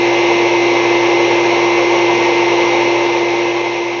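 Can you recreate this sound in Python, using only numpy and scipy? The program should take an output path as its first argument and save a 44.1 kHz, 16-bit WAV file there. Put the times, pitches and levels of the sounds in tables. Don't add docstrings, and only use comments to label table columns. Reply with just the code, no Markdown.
import sys
import numpy as np
from scipy import signal
from scipy.fft import rfft, irfft
from scipy.io import wavfile
from scipy.ndimage import uniform_filter1d

SR = 44100
rng = np.random.default_rng(int(sys.argv[2]) if len(sys.argv) > 2 else 0)


def dump(signal):
    limited = np.clip(np.atleast_2d(signal).T, -1, 1)
    pcm = np.round(limited * 32767).astype(np.int16)
    wavfile.write(sys.argv[1], SR, pcm)


N = 176400


def amp(db):
    return 10 ** (np.asarray(db) / 20)


def unit_rms(x):
    return x / np.sqrt(np.mean(abs(x) ** 2) + 1e-20)


def automation(points):
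    return np.interp(np.arange(N) / SR, *np.transpose(points))


def drift(rate_hz):
    hz = np.fft.rfftfreq(N, 1 / SR)
    spectrum = rfft(rng.standard_normal(N)) * (hz > .6) / (1 + (hz / rate_hz) ** 4)
    return unit_rms(irfft(spectrum, N))


def workshop_response(hz, wet_db=-13, predelay_s=.008, t60_s=.15, low_cut_hz=1100):
    t = np.arange(N) / SR
    tail = rng.standard_normal(N) * (t > predelay_s) * amp(-60 * t / t60_s)
    low_cut = 1 / np.sqrt(1 + (low_cut_hz / (hz + 1)) ** 4)
    return 1 + amp(wet_db) * low_cut * rfft(tail / np.linalg.norm(tail))


def turbulence(depth_db=.5, eddy_hz=400, eddy_s=.04):
    size, hop = 512, 128
    noise = signal.stft(rng.standard_normal(N), nperseg=size, noverlap=size - hop)[2]
    bins, frames = round(eddy_hz * size / SR), round(eddy_s * SR / hop)
    eddies = uniform_filter1d(rng.standard_normal(noise.shape), bins, axis=0)
    eddies = unit_rms(uniform_filter1d(eddies, frames, axis=1))
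    return signal.istft(noise * amp(depth_db * eddies), nperseg=size, noverlap=size - hop)[1][:N]


# f/Hz, relative level/dB
AIR_EQ = [(20, -33.5), (80, -30), (140, -20.5), (200, -19), (310, -18), (375, -2), (405, -2.5), (428, -7.5),
          (460, 0.5), (580, -2.5), (630, -9.5), (745, -10.5), (790, -1.5), (830, -4.5), (905, -0.5),
          (1000, -4.5), (1075, -9.5), (1150, -10.5), (1210, -15.5), (1300, -17.5), (1470, -20.5),
          (1750, -14.5), (1900, -14.5), (2110, -13), (2240, -4), (2330, -10.5), (2700, -9), (2950, -14.5),
          (3080, -21), (3450, -18), (3620, -21), (3950, -18), (4150, -22), (4450, -23), (4550, -29),
          (5050, -27.5), (5350, -24.5), (5600, -18.5), (5850, -21.5), (6130, -27), (6450, -27), (6700, -36),
          (6950, -44.5), (7150, -55.5), (7300, -83.5)]
# f/Hz, width/Hz, boost/dB
HOUSING_RESONANCES = [(227, 22, 5.5), (276, 20, 11.5), (463, 25, 1), (709, 25, 3.5), (923, 40, 1.5),
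                      (1105, 22, 2.5), (1620, 25, 3.5), (2386, 25, 3.5), (2566, 40, 2.5), (2800, 30, 1),
                      (2948, 30, 3.5), (3152, 28, 9.5), (3280, 35, 4.5), (3520, 30, 1.5), (3750, 27, 6.5),
                      (4000, 40, 0)]


def air_roar(level_db=-15.5, surge_db=.24, surge_hz=12):
    hz = np.fft.rfftfreq(N, 1 / SR)
    eq_hz, eq_db = np.transpose(AIR_EQ)
    broad_db = np.interp(np.log(hz + 1), np.log(eq_hz), eq_db)
    peaks_db = sum(boost / (1 + (2 * (hz - f) / width) ** 2) for f, width, boost in HOUSING_RESONANCES)
    stream = turbulence() * amp(surge_db * drift(surge_hz))
    spectrum = rfft(stream) * amp(broad_db + peaks_db) * workshop_response(hz)
    return amp(level_db) * unit_rms(irfft(spectrum, N))


def fluttering_tone(cycles, level_db, flutter, flutter_hz=14):
    shake = 1 + flutter * (drift(flutter_hz) + 1j * drift(flutter_hz)) / np.sqrt(2)
    carrier = np.exp(2j * np.pi * (cycles + rng.random()))
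    return amp(level_db) * np.sqrt(2) * (shake * carrier).real


def mains_hum(hum_hz=119.9):
    return fluttering_tone(hum_hz * np.arange(N) / SR, level_db=-37, flutter=.1)


# t/s, f/Hz
SHAFT_SPEED = [(0, 346.0), (.8, 345.95), (2.2, 346.25), (3.0, 346.1), (4, 346.15)]
# multiple of the shaft rate, level/dB, flutter depth
SHAFT_PARTIALS = [(1, -15.5, 0.12), (2, -32.5, .4), (6, -24.5, 0.091), (12, -45, .25), (14, -52, .3)]


def shaft_and_fan(wander_hz=.087, wander_rate_hz=14):
    speed_hz = automation(SHAFT_SPEED) + wander_hz * drift(wander_rate_hz)
    turns = np.cumsum(speed_hz) / SR
    return sum(fluttering_tone(multiple * turns, db, flutter) for multiple, db, flutter in SHAFT_PARTIALS)


def scene():
    return (shaft_and_fan() + mains_hum() + air_roar())[None]


# t/s, level/dB
MASTER_FADER = [(0, -0.03), (1.4, 0.35), (2.8, 0), (3.05, -1.5), (3.5, -3), (3.75, -5), (4, -6.5)]


def record(dry):
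    faded = dry * amp(automation(MASTER_FADER))
    high_cut = signal.firwin(801, 7350, window=("kaiser", 9), fs=SR)
    return signal.oaconvolve(faded, high_cut[None], "same")


dry = scene()
out = record(dry)
dump(out)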